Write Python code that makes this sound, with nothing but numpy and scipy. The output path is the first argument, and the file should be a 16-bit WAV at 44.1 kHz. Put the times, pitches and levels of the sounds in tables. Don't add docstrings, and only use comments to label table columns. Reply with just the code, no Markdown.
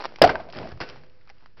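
import sys
import numpy as np
from scipy import signal
from scipy.io import wavfile

SR = 44100
rng = np.random.default_rng(int(sys.argv[2]) if len(sys.argv) > 2 else 0)


def pcm_store(signal):
    levels = np.round(np.clip(np.atleast_2d(signal), -1, 1) * 32767)
    wavfile.write(sys.argv[1], SR, levels.astype(np.int16).T)


def nominal_scale(level):
    x = np.asarray(level, float) / 20
    return 10 ** x


N = 70560


def evened(x):
    return x / np.sqrt(np.mean(x ** 2) + 1e-20)


def add(mix, start_s, sound):
    part = mix[round(start_s * SR):][:len(sound)]
    part += sound[:len(part)]


def colour(x, points):
    hz, level_db = np.transpose(points)
    bins_hz = np.fft.rfftfreq(8192, 1 / SR)
    drawn_db = np.interp(np.log(bins_hz + 1), np.log(hz), np.maximum(level_db, -70))
    log_gain = np.log(nominal_scale(drawn_db))
    mirrored = np.concatenate([log_gain, log_gain[-2:0:-1]])
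    taps = np.fft.ifft(np.exp(np.conj(signal.hilbert(mirrored)))).real[:4096]
    return evened(signal.fftconvolve(x, taps)[:len(x)])


def grit(per_s, spread_db, wash):
    strength = nominal_scale(spread_db * np.minimum(rng.exponential(1, N), 4))
    clicks = strength * rng.choice([-1., 1.], N) * (rng.random(N) < per_s / SR)
    return evened(clicks) + wash * rng.standard_normal(N)


def curve(rows):
    start_s, level_db = np.transpose(rows)
    return nominal_scale(np.interp(np.arange(N) / SR, start_s, level_db))


def ring(hz, t60, rise_s, phase=0., full=0.99):
    t = np.arange(round(SR * .6)) / SR
    rise = 1 - np.exp(-t / max(rise_s, 1e-5))
    fade = nominal_scale(-60 * (t / t60) ** full)
    return rise * fade * np.sin(2 * np.pi * hz * t + phase)


def band_noise(noise, low_hz, high_hz):
    return evened(signal.lfilter(*signal.butter(1, [low_hz, high_hz], "bandpass", fs=SR), noise))


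def night_air():
    # pitch_hz [Hz], level_db [dB]
    night_spectrum = [(12, -35.5), (20, 2), (32, -26.5), (80, -17.5), (355, -34.5), (506, -34.5),
                      (687, -50.5), (2450, -46.5), (5600, -45), (7280, -80), (12300, -120)]
    return nominal_scale(-60) * colour(rng.standard_normal(N), night_spectrum)


def far_steps():
    out = np.zeros(N)
    # start_s [s], level_db [dB], pitch_hz [Hz]
    steps = [
        (0.929, -46, 131.7),
        (0.968, -45, 135),
        (1.01, -45.5, 145.6),
    ]
    for start_s, level_db, hz in steps:
        add(out, start_s, nominal_scale(level_db) * ring(hz, 0.19, 0.0072))
    return out


def trample():
    # pitch_hz [Hz], level_db [dB]
    ground_spectrum = [(24, -39), (40, -8.5), (152, -3.5), (348, -5.5), (626, -6), (745, -10), (982, -18.5),
                       (2500, -32), (3250, -59), (5500, -120)]
    # start_s [s], level_db [dB]
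    weight = [(.07, -52), (.15, -61), (.2, -63.5), (.45, -57.5), (.555, -51.5), (.565, -37), (.63, -35),
              (.68, -40.5), (.7, -45.5), (.73, -45), (.75, -54), (.8, -57), (.82, -49), (.86, -50.5),
              (1.0, -57), (1.1, -66)]
    rows = [(0, -75)] + list(weight) + [(1.25, -80)]
    return colour(grit(per_s=1200, spread_db=4.5, wash=0.6), ground_spectrum) * curve(rows)


def gravel():
    # pitch_hz [Hz], level_db [dB]
    gravel_spectrum = [(59, -34), (100, -6), (398, -1.5), (781, -6.5), (1190, -6), (1780, -6.5),
                       (2040, -8.5), (5600, -13), (7280, -47.5), (12300, -120)]
    # start_s [s], level_db [dB]
    effort = [(0, -51.5), (.065, -51.5), (.2, -56.5), (.4, -51.5), (.52, -63), (.54, -43), (.72, -50),
              (.735, -57.5), (.795, -58.5), (.9, -43.5), (.92, -50.5), (1.1, -66), (1.29, -66.5),
              (1.305, -52), (1.32, -65.5), (1.44, -63.5), (1.565, -73.5), (1.575, -55)]
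    # pitch_hz [Hz], level_db [dB], t60_s (time to fade by 60 dB) [s]
    slab = [(506, -48.5, 1.25), (410, -43, 0.6), (1500, -40.5, 0.37), (2700, -47.5, 0.49)]
    slide_s, slide_db, hold_s, slide_t60_s = .803, -31, .016, 0.13

    out = colour(grit(per_s=2500, spread_db=1.5, wash=0.6), gravel_spectrum) * curve(effort)
    t = np.arange(N) / SR - slide_s
    slide = (t > 0) * nominal_scale(slide_db - 60 * np.maximum(t - hold_s, 0) / slide_t60_s)
    sliding_grit = grit(per_s=5000, spread_db=-4.0, wash=0.52) * slide + 1e-9
    out += colour(sliding_grit, gravel_spectrum) * np.sqrt(np.mean(slide ** 2))
    for hz, level_db, t60 in slab:
        add(out, slide_s, nominal_scale(level_db) * ring(hz, t60, 0.0068))
    return out


def thuds():
    out = np.zeros(N)
    # start_s [s], level_db [dB], pitch_hz [Hz]
    stamps = [(.217, -12, 269.8), (0.2209, -16, 435), (.242, -17.5, 290), (.3, -24, 332), (0.223, -16, 135),
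              (0.29, -29.5, 141.4), (0.722, -31, 88.5), (0.737, -32.5, 100), (0.745, -35, 111),
              (.760, -31, 84.5), (0.771, -37, 128), (0.81, -32.5, 83)]
    for start_s, level_db, hz in stamps:
        add(out, start_s, nominal_scale(level_db) * ring(hz, 0.057, 0.0014))
    return out


def stone_knocks():
    # start_s [s], level_db [dB], pitch_hz [Hz], t60_s [s]
    knocks = [(.002, -26.5, 905, 0.02), (.0068, -23.5, 842, 0.036), (.016, -33.5, 562, 0.035),
              (.023, -25.5, 985, 0.011), (0.038, -30.5, 800, 0.02), (0.0413, -21, 1214, 0.0071),
              (0.047, -18.5, 980, 0.017), (0.0545, -14, 936, 0.011), (.060, -28.5, 560, 0.014),
              (.108, -41, 460, .02), (.122, -37.5, 604, 0.017), (.14, -40.5, 560, .015),
              (0.091, -37.5, 1294, 0.017), (0.1597, -23.5, 2370, 0.007), (0.186, -31, 860, 0.015),
              (0.194, -37.5, 840, 0.0088), (0.501, -30.5, 3360, 0.015), (.526, -27.5, 2700, 0.0057),
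              (.534, -30.5, 920, 0.0071), (0.5874, -21, 1420, 0.0081), (0.673, -32.5, 1180, 0.0093),
              (.8036, -25.5, 1230, .01), (0.8127, -23.5, 1500, 0.0087), (0.8153, -21, 2200, 0.01),
              (.824, -32, 920, 0.014), (.836, -31.5, 497, 0.01), (0.888, -43, 1540, 0.011),
              (0.8992, -26.5, 3040, 0.006), (.908, -36, 4800, .008), (.960, -36, 845, 0.032),
              (1.036, -41.5, 1605, 0.017), (1.098, -45.5, 2810, 0.014), (1.212, -46, 2035, 0.013),
              (1.275, -44, 1270, 0.022), (1.293, -36.5, 1710, 0.019), (1.300, -32.5, 2030, 0.011),
              (1.408, -52, 1200, .012), (1.425, -49.5, 849, .02), (1.44, -50, 1000, .015),
              (1.064, -46.5, 3200, .01), (.775, -40, 1100, .012), (1.433, -52, 900, .012),
              (1.47, -50, 1300, 0.014), (1.460, -36.5, 1297, 0.0085), (1.572, -45, 986, .02),
              (1.597, -38, 1500, 0.015)]
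    tick_db, chatter_db, swing_db, after_db = -0.5, -15, 6, -15.5
    swing_cycles = 2.26
    out, t = np.zeros(N), np.arange(2000) / SR
    noise = rng.standard_normal((len(knocks), 2, len(t)))
    for (start_s, level_db, hz, t60), (tick_noise, chatter_noise) in zip(knocks, noise):
        bright = signal.lfilter(*signal.butter(1, 1500, "highpass", fs=SR), tick_noise)
        tick = nominal_scale(tick_db - 60 * t / 0.0053) * bright
        rough = band_noise(chatter_noise, hz * 0.33, min(hz * 4.5, 9000))
        chatter = nominal_scale(chatter_db - 60 * t / (3.6 * t60)) * rough
        swing = ring(hz, swing_cycles / hz, 0.0003, full=1.68)
        swing += nominal_scale(after_db) * ring(hz, 1.2 * t60, 0.0013)
        add(out, start_s, nominal_scale(level_db) * (tick + chatter - nominal_scale(swing_db) * swing[:len(t)]))
    return signal.lfilter(*signal.butter(2, 300, "highpass", fs=SR), out)


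def hillside_rattle(start_s):
    # pitch_hz [Hz], level_db [dB]
    rattle_spectrum = [(24, -52), (40, 0.5), (205, -6.5), (680, 1), (1160, -10.5), (1590, -14.5),
                       (1830, -23.5), (2080, -16.5), (5600, -42), (7280, -66.5), (12300, -120)]
    rattle_db, rattle_t60_s, rise_s = -16, 0.46, 0.0046
    out, t = np.zeros(N), np.arange(N) / SR
    rattle = colour(grit(per_s=2800, spread_db=5, wash=0.46), rattle_spectrum)
    add(out, start_s, rattle * nominal_scale(rattle_db - 60 * t / rattle_t60_s) * np.minimum(t / rise_s, 1) ** 2)
    return out


def snaps():
    # start_s [s], level_db [dB], pitch_hz [Hz], t60_s [s]
    cracks = [(0.22, 1.5, 5040, 0.016), (0.2378, -10.5, 1530, 0.018), (0.2464, -13, 3000, 0.0089),
              (0.2927, -14.5, 1560, 0.035), (0.3551, -17, 1553, 0.023), (0.23, -14.5, 1930, 0.016),
              (0.57, -34.5, 5050, 0.018), (1.299, -42, 4830, 0.013), (1.3, -45.5, 800, 0.046),
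              (0.53, -37, 4900, .012), (.549, -36.5, 4400, .012), (.56, -34.5, 2100, 0.016),
              (0.58, -42, 4720, 0.0089), (.6, -46, 4900, .008), (0.69, -38, 5700, 0.0088),
              (.631, -38, 2800, .01), (0.71, -39, 1560, 0.013), (.292, -20.5, 2080, 0.034),
              (0.89, -30, 5300, 0.0078), (.2242, -15, 3700, 0.011), (.2415, -13.5, 1900, .014),
              (0.25, -16, 4500, .01), (1.383, -53, 4800, 0.0074), (1.281, -47, 2370, 0.014)]
    out, t = np.zeros(N), np.arange(4000) / SR
    noise = rng.standard_normal((len(cracks), len(t)))
    for (start_s, level_db, hz, t60), hiss in zip(cracks, noise):
        fuzz = band_noise(hiss, hz * 0.55, hz * 0.65) * nominal_scale(-45 * t / t60)
        tone = ring(hz, t60, 0.00035)[:len(t)]
        add(out, start_s, nominal_scale(level_db) * (tone + 0.52 * fuzz))
    return out


def horns():
    # start_s [s], level_db [dB], pitch_hz [Hz], t60_s [s], overtones_db [dB]
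    blows = [(.2165, 7.5, 588, 0.013, -27), (.2232, -3.5, 722, 0.0097, -13), (.2281, -8.5, 364, .018, -23),
             (.2379, 1, 629, 0.017, -17), (.2427, -0.5, 734, .027, -21), (.2572, -18, 570, 0.013, -20),
             (.2605, -9, 667, 0.02, -18), (.2742, -12, 542, .012, -12.5), (.2927, -14.5, 757, .012, -14),
             (.2974, -13, 690, 0.022, -14), (.304, -19.5, 523, .016, -17), (.311, -22.5, 623, 0.016, -13.5),
             (.319, -19, 567, 0.013, -21), (.33, -27, 650, 0.026, -18), (.341, -26.5, 666.7, 0.065, -21),
             (.3535, -24, 655, 0.018, -23), (.400, -26, 673, 0.026, -16.5), (.488, -36, 678, 0.033, -12.5),
             (.612, -31, 625, 0.017, -28), (0.627, -30, 933, 0.012, -18), (.646, -33, 640, 0.02, -30),
             (.654, -28, 670, 0.017, -30), (.718, -38.5, 713, 0.018, -5.5)]
    # multiple [times the pitch], level_db [dB], t60_s [s]
    overtones = [(1.5, 2, 0.074), (2.05, 5, 0.019), (2.3, 5, 0.054), (2.9, 3.5, 0.013), (3.9, -4, 0.018),
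                 (4.5, -14.5, 0.034), (6, -19, 0.01), (7.1, -11.5, .02)]
    splinter_db, splinter_t60_s = 0, 0.058
    out, t = np.zeros(N), np.arange(4000) / SR
    luck = rng.random((len(blows), len(overtones), 2))
    noise = rng.standard_normal((len(blows), len(t)))
    for (start_s, level_db, hz, t60, over_db), draws, hiss in zip(blows, luck, noise):
        body = ring(hz, t60, .001, full=1.8)
        bright = 0
        for (multiple, tone_db, tone_t60), (detune, turn) in zip(overtones, draws):
            tone_hz = hz * multiple * (.94 + .12 * detune)
            bright = bright + nominal_scale(tone_db) * ring(tone_hz, tone_t60, 0.00018, 2 * np.pi * turn)
        add(out, start_s, nominal_scale(level_db) * (body + nominal_scale(over_db - 5.5) * bright))
        splinter_fade = nominal_scale(level_db + over_db + splinter_db - 60 * t / splinter_t60_s)
        add(out, start_s, splinter_fade * band_noise(hiss, 900, 4000))
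    return out + snaps() + hillside_rattle(blows[0][0])


def scene():
    background = night_air() + far_steps()
    hooves = trample() + gravel() + thuds() + stone_knocks()
    return (background + hooves + horns())[None]


def band_limit(x):
    return signal.sosfilt(signal.butter(12, 16480, fs=SR, output="sos"), x)


def record(dry):
    # pitch_hz [Hz], level_db [dB]
    mic = [
        (3600, -7),
        (4900, 0.5),
        (5500, -7.5),
    ]
    preamp_limit, final_limit, offset = 0.74, .72, .0067
    hz, level_db = np.transpose([(0, 0.017), (2500, 0.0058)] + list(mic) + [(SR / 2, 0)])
    edge = signal.firwin(401, 5900, window=("kaiser", 10), fs=SR)
    taps = np.convolve(edge, signal.firwin2(101, hz, nominal_scale(level_db), fs=SR))
    heard = signal.oaconvolve(dry, taps[None], "same")
    overloaded = np.clip(heard, -preamp_limit, preamp_limit)
    narrow = signal.oaconvolve(overloaded, edge[None], "same")
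    clipped = np.clip(narrow + offset, -final_limit, final_limit)
    top = signal.firwin(101, 15800, fs=SR)
    return band_limit(signal.oaconvolve(clipped, top[None], "same"))


dry = scene()
out = record(dry)
pcm_store(out)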